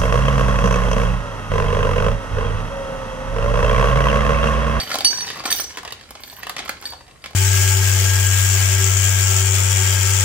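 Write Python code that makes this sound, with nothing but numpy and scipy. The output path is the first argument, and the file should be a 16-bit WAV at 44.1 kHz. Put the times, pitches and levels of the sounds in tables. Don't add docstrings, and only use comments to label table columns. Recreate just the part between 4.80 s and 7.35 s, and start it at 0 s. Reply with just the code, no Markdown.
import sys
import numpy as np
from scipy import signal
from scipy.fft import rfft, irfft, next_fast_len
from scipy.io import wavfile
from scipy.ndimage import uniform_filter1d

SR = 44100
rng = np.random.default_rng(int(sys.argv[2]) if len(sys.argv) > 2 else 0)


def wav_record(signal):
    frames = np.transpose(np.atleast_2d(signal))
    bounded = np.clip(frames, -1, 1)
    quanta = np.round(bounded * 32767).astype(np.int16)
    wavfile.write(sys.argv[1], SR, quanta)


N = 112454

LONG_MODES_HZ = [1810, 4560, 4585, 8385, 12200]
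SHORT_MODES_HZ = [2915, 5850, 5878, 9540, 10050, 14290]


def long_bolts():
    # start in seconds, level in dB, main pitch in Hz, base t60 in seconds, side modes in dB.
    hits = [(.001, -21.5, 4565, 0.4, -4), (.116, -29, 4560, 0.71, -4), (.207, -21, 4560, 0.058, -11),
            (.2468, -12, 4560, .9, -14), (.343, -32, 4530, 0.33, 3), (.38, -30, 4574, 1, -1.5),
            (.408, -30, 4460, 0.25, -18), (.488, -28, 4610, 0.15, -14), (.596, -30.5, 4640, 0.13, -9),
            (.657, -30, 4530, 0.22, 11.5), (.704, -20, 4625, 0.25, 2), (.716, -24.5, 4518, 0.12, 14),
            (.726, -18.5, 4450, 0.046, -17), (.787, -33, 4600, 0.34, 8), (1.436, -30, 4460, 0.043, -14),
            (1.499, -34.5, 4380, 0.14, 1), (2.055, -23, 4540, 0.21, 0), (2.092, -35, 4540, 0.97, -16),
            (2.148, -46, 4470, 0.43, 0), (2.421, -48, 4660, 0.17, 2)]
    # gain of one mode in dB, its t60 as a share of the base t60.
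    modes = [(-5.5, 0.17), (3.5, 0.37), (-54, 0.19), (-4, 0.3), (-21, 1)]
    grips = [.085, .303, .495, .69, 1.62, 2.078, 2.128, 2.24]
    return clinks(hits, LONG_MODES_HZ, modes, grips)


def short_bolts():
    # start in seconds, level in dB, main pitch in Hz, base t60 in seconds, side modes in dB.
    hits = [(.001, -31.5, 5830, 0.1, -16), (.2472, -24.5, 5840, 0.9, 7.5), (.374, -33.5, 5800, 0.29, -6),
            (.408, -32, 5855, 0.57, -1.5), (.660, -30, 5920, 0.2, -8), (.706, -26, 5920, 0.15, -2),
            (.712, -40, 5970, 0.32, 15.5), (.726, -16.5, 5860, 0.056, -4), (.75, -35, 5800, 0.4, -25),
            (.772, -36, 5820, 0.69, -3), (.80, -42, 5820, 0.6, 9)]
    # gain of one mode in dB, its t60 as a share of the base t60.
    modes = [(-6.5, 0.17), (6, 0.45), (8, 0.5), (6, 0.11), (-11, 0.11), (-19.5, 0.62)]
    grips = [.495, .69, 1.01]
    return clinks(hits, SHORT_MODES_HZ, modes, grips)


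def clinks(hits, modes_hz, modes, grips):
    clack_hz, clack_db, clack_t60 = 3700, 5, .009
    grip_t60, attack_s = .14, .000067
    out, t = np.zeros(N), np.arange(SR // 2) / SR
    for (start, db, pitch_hz, base_t60, side_db), phase in zip(hits, rng.random(len(hits))):
        ring = amp(clack_db - 60 * t / clack_t60) * np.sin(2 * np.pi * clack_hz * t)
        for k, (hz, (mode_db, share)) in enumerate(zip(modes_hz, modes)):
            is_side = k not in (1, 2)
            envelope = amp(mode_db + side_db * is_side - 60 * t / max(base_t60 * share, .005))
            cycles = hz * pitch_hz / modes_hz[1] * t + phase * (k == 2)
            ring += envelope * np.sin(2 * np.pi * cycles)
        next_grip = min([grip for grip in grips if grip > start] + [N / SR])
        held_s = np.maximum(t + start - next_grip, 0)
        add(out, start, amp(db - 60 * held_s / grip_t60) * np.minimum(t / attack_s, 1) * ring)
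    flutter_db, width = .8, round(.012 * SR)
    flutter = uniform_filter1d(uniform_filter1d(rng.standard_normal(N), width), width)
    return out * amp(flutter_db * unit_rms(flutter))


def nut_ticks():
    # start in seconds, level in dB, pitch in Hz.
    ticks = [(0.0294, -34, 12400), (0.6584, -29, 15000), (0.7083, -16, 15200), (0.7277, -13.5, 12200),
             (0.7587, -40, 14800), (0.7664, -39, 15000), (0.7776, -22, 14600), (0.8014, -13, 14900),
             (0.8344, -30, 14900), (1.4207, -39, 13400), (1.476, -31.5, 13400), (1.5145, -36, 13500),
             (1.5344, -35, 12500), (1.5643, -32, 14500), (1.5903, -31, 13400)]
    # offset of one tone from the pitch in Hz, its gain in dB.
    cluster = [(-29, 0.5), (172, -16), (-260, -19)]
    t60, attack_s = .025, .0019
    out, t = np.zeros(N), np.arange(SR // 4) / SR
    for start, db, hz in ticks:
        ring = sum(amp(tone_db) * np.sin(2 * np.pi * (hz + offset) * t) for offset, tone_db in cluster)
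        add(out, start, amp(db - 60 * t / t60) * np.minimum(t / attack_s, 1) * ring)
    return out


def jingle():
    # start and end of a tumble in seconds, level in dB.
    tumbles = [(0.03, 0.164, -42), (0.64, 0.674, -47), (0.704, 0.821, -29.5), (.83, 0.97, -61),
               (1.408, 1.606, -46.5)]
    small_parts_hz = [12200, 12500, 13400, 14100, 14500, 14900, 15200]
    t60, detune = .021, .0011
    out, clock, t = np.zeros(N), np.arange(N) / SR, np.arange(3000) / SR
    tones = LONG_MODES_HZ + SHORT_MODES_HZ + small_parts_hz
    knocks = impulses(per_s=460, spread_db=.95)
    knocks *= sum(amp(db) * (clock > start) * (clock < end) for start, end, db in tumbles)
    struck = rng.integers(0, len(tones), N)
    tuning = 1 + detune * rng.uniform(-1, 1, len(tones))
    for k, hz in enumerate(tones):
        ring = amp(-60 * t / t60) * np.sin(2 * np.pi * hz * tuning[k] * t)
        out += signal.oaconvolve(knocks * (struck == k), ring)[:N]
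    return out


def bag_snaps():
    # start in seconds, level in dB, pitch of the fold in Hz, extra treble in dB. The row at 0.2468 s
    snaps = [(0.003, -20, 2900, -11), (0.015, -24, 1820, 1), (0.093, -23, 1060, -19),
             (0.103, -16, 1720, -16), (0.115, -14, 1660, -22), (0.142, -12, 810, -6),
             (0.154, -12.5, 805, -5.5), (0.186, -16, 3820, 1), (0.207, -18.5, 730, -3),
             (0.2468, -17, 3640, 3), (0.329, -17, 1500, -13), (0.407, -25.5, 1850, -28),
             (0.453, -42, 1010, 11), (0.478, -23.5, 1910, -18), (0.488, -22, 2600, -25),
             (0.502, -17.5, 1650, -9), (0.573, -28, 720, -4), (0.596, -28, 930, -9),
             (0.639, -23.5, 840, -28), (0.654, -11, 1050, -30), (0.677, -19, 730, -30),
             (0.686, -20.5, 1840, -23), (0.702, -19, 2100, -18), (0.715, -23, 3060, -19),
             (0.726, -20, 3240, -6), (0.797, -16.5, 1700, -17), (0.906, -27, 1670, -24),
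             (0.972, -17, 1460, -12), (0.983, -20.5, 1460, -36), (1.031, -26.5, 970, -8),
             (1.05, -21, 880, -13), (1.076, -22, 1870, -19), (1.106, -26, 2280, -18),
             (1.123, -20, 3470, -2.5), (1.21, -30.5, 1500, -36), (1.307, -26.5, 785, 2.5),
             (1.353, -26.5, 750, -30), (1.405, -47, 720, 12), (1.436, -29.5, 2960, -1),
             (1.477, -35.5, 2970, -3), (1.526, -32.5, 715, -9), (1.631, -20.5, 2150, -6),
             (1.668, -19, 1580, -8), (1.695, -16, 1200, -0.5), (1.765, -16.5, 2420, -39),
             (1.782, -20, 3840, -31), (1.79, -16.5, 2800, -30), (1.8, -22, 710, -29), (1.85, -32, 1300, 1),
             (1.858, -25, 1880, -5), (1.879, -22, 1040, -22), (1.893, -12.5, 1800, -2.5),
             (2.013, -40.5, 736, 12), (2.024, -25.5, 1050, -12), (2.041, -32, 1210, -6),
             (2.104, -47, 1880, 21.5), (2.123, -26.5, 690, -23), (2.134, -25.5, 660, -36),
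             (2.208, -34.5, 900, -18), (2.279, -38, 710, -27), (2.311, -38.5, 2680, -27),
             (2.4404, -23, 2300, -28), (2.45, -32, 790, -25), (2.459, -20.5, 2200, -14),
             (2.508, -33.5, 660, -7), (2.532, -35, 999, -30)]
    wide_bands = [(250, 5200), (7000, 14700)]
    band_db = [-9, -6, -7.5]
    band_t60 = [.034, .026, .012]
    # pitch in Hz, width in Hz, boost in dB.
    hollow = [(711, 23, 7), (1050, 18, 5.5)]
    crack_db, crack_s, rise_s, fold_ratio = -3, .00032, .0007, 1.364
    out, t = np.zeros(N), np.arange(SR // 8) / SR
    crack = amp(crack_db) * np.exp(-t / crack_s)
    envelopes = [crack + amp(-60 * t / t60) * np.minimum(t / rise_s, 1) for t60 in band_t60]
    for start, db, hz, treble_db in snaps:
        bands = [(hz / fold_ratio, hz * fold_ratio)] + wide_bands
        bursts = []
        for band, envelope in zip(bands, envelopes):
            bandpass = signal.butter(2, band, "band", fs=SR, output="sos")
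            burst = signal.sosfilt(bandpass, rng.standard_normal(len(t)) * envelope)
            bursts.append(unit_rms(burst) * np.sqrt(np.mean(envelope ** 2)))
        add(out, start, amp(db + np.add(band_db, [0, 0, treble_db])) @ bursts)
    for hz, width, db in hollow:
        out += (amp(db) - 1) * signal.lfilter(*signal.iirpeak(hz, hz / width, SR), out)
    return out


def bag_crinkle():
    # time in seconds, crinkle level in dB, treble share in dB.
    handling = [(0.0, -34.5, -5), (0.29, -40.5, 9), (0.61, -38, -1.5), (0.78, -40, 15.5),
                (0.93, -48.5, 6.5), (1.12, -45, -24), (1.2, -51.5, -4), (1.51, -49, 4), (1.82, -42, -21),
                (2.08, -49.5, 12), (2.24, -55, -39), (2.55, -56.5, -17)]
    # frequency in Hz, gain in dB.
    film_colour = [(59, -18), (100, -4.5), (308, -6), (570, -7), (721, -5.5), (1450, -7.5), (1830, -5),
                   (2580, -8), (4670, -13), (16000, -43.5)]
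    t60, pitch_count, resting_treble_db = .034, 24, -7.5
    pings, clock, t = np.zeros(N), np.arange(N) / SR, np.arange(1500) / SR
    creases = impulses(per_s=1500, spread_db=5.5)
    pitch_index = rng.integers(0, pitch_count, N)
    for k, hz in enumerate(np.geomspace(300, 14000, pitch_count)):
        burst = rng.standard_normal(len(t)) * amp(-60 * t / t60)
        ping = coloured(burst, lambda f: .4 + np.exp(-(np.log((f + 1) / hz) / .44) ** 2))
        pings += signal.oaconvolve(creases * (pitch_index == k), ping)[:N]
    film = unit_rms(coloured(pings, lambda f: amp(curve_at(film_colour, f))))
    treble = coloured(film, lambda f: 1 / (1 + (5500 / (f + 1)) ** 6))
    times, db, treble_db = np.transpose(handling)
    treble_gain = amp(np.interp(clock, times, treble_db) - resting_treble_db)
    return amp(np.interp(clock, times, db)) * (film - treble + treble * treble_gain)


def close_echoes(x):
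    level_db, shifts_per_s = -4, 1.7
    turn = 2 * np.pi * shifts_per_s * np.arange(N) / SR
    fades = [np.cos(turn + k * np.pi / 4) / np.sqrt(2) for k in range(4)]
    return amp(level_db) * sum(room(x * fade, t60_scale=.05) for fade in fades)


def room(x, t60_scale=1):
    # frequency in Hz, t60 of the room in seconds.
    decay = [(250, 0.59), (660, 0.32), (1740, 0.21), (4590, 0.3), (12100, 0.15)]
    taps, spacing = np.zeros((2, SR // 2)), 20
    slots = np.arange(2 * spacing, SR // 2 - spacing, spacing)
    arrivals = slots + rng.integers(0, spacing, (2, len(slots)))
    np.put_along_axis(taps, arrivals, rng.choice([-1., 1.], arrivals.shape), 1)
    hz, t, spectrum = signal.stft(taps, SR, nperseg=256)
    t60 = t60_scale * curve_at(decay, hz)[:, None]
    tail = signal.istft(spectrum * amp(-60 * t / t60), SR, nperseg=256)[1]
    return signal.fftconvolve(x[None], tail / np.linalg.norm(tail[0]), axes=1)[:, :N]


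def building_hum():
    # frequency in Hz, relative level in dB.
    colour = [(12, -25), (20, -18), (60, 11), (210, -4), (285, -7), (590, -6), (2670, -22), (8650, -16),
              (14700, -33), (16000, -50)]
    # frequency in Hz, left-right likeness from 0 to 1.
    likeness = [(30, 1), (300, 0.59), (1000, 0.13), (3000, 0.067)]
    level_db = -50
    left, independent = rng.standard_normal((2, N))
    right = coloured(left, lambda f: curve_at(likeness, f))
    right += coloured(independent, lambda f: np.sqrt(1 - curve_at(likeness, f) ** 2))
    return amp(level_db) * unit_rms(coloured(np.array([left, right]), lambda f: amp(curve_at(colour, f))))


def impulses(per_s, spread_db):
    return amp(spread_db * np.minimum(rng.exponential(1, N), 4)) * (rng.random(N) < per_s / SR)


def amp(db):
    return 10 ** (np.asarray(db) / 20)


def unit_rms(x):
    return x / np.sqrt(np.mean(x ** 2) + 1e-20)


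def curve_at(points, hz):
    f, value = np.transpose(points)
    return np.interp(np.log(hz + 1), np.log(f + 1), value)


def add(mix, start_s, sound):
    part = mix[max(round(start_s * SR), 0):][:len(sound)]
    part += sound[:len(part)]


def coloured(x, gain):
    size = next_fast_len(x.shape[-1] + 2048)
    return irfft(rfft(x, size) * gain(np.fft.rfftfreq(size, 1 / SR)), size)[..., :x.shape[-1]]


def scene():
    # frequency in Hz, level of the left port against the right in dB.
    shadow = [(100, 2), (1000, 2), (2500, -1.5), (4600, -1.5), (7500, -6), (12500, -10)]
    left_lag_s = .000068
    bag_send_db, metal_send_db = -4, -6.5
    metal = long_bolts() + short_bolts() + nut_ticks() + jingle()
    bag = bag_snaps() + bag_crinkle()
    echoes = room(amp(bag_send_db) * bag + amp(metal_send_db) * metal) + close_echoes(bag)
    echoes += coloured(echoes.mean(0) - echoes, lambda f: 1 / (1 + (f / 600) ** 3))
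    direct = metal + bag
    left = coloured(direct, lambda f: amp(curve_at(shadow, f) / 2) * np.exp(-2j * np.pi * f * left_lag_s))
    right = coloured(direct, lambda f: amp(-curve_at(shadow, f) / 2))
    return np.array([left, right]) + echoes + building_hum()


def record(dry):
    cutoff_hz = 16300
    lowpass = signal.firwin(511, cutoff_hz, window=("kaiser", 9), fs=SR)
    return signal.oaconvolve(np.clip(dry, -1, 1), lowpass[None], "same")


dry = scene()
out = record(dry)
wav_record(out)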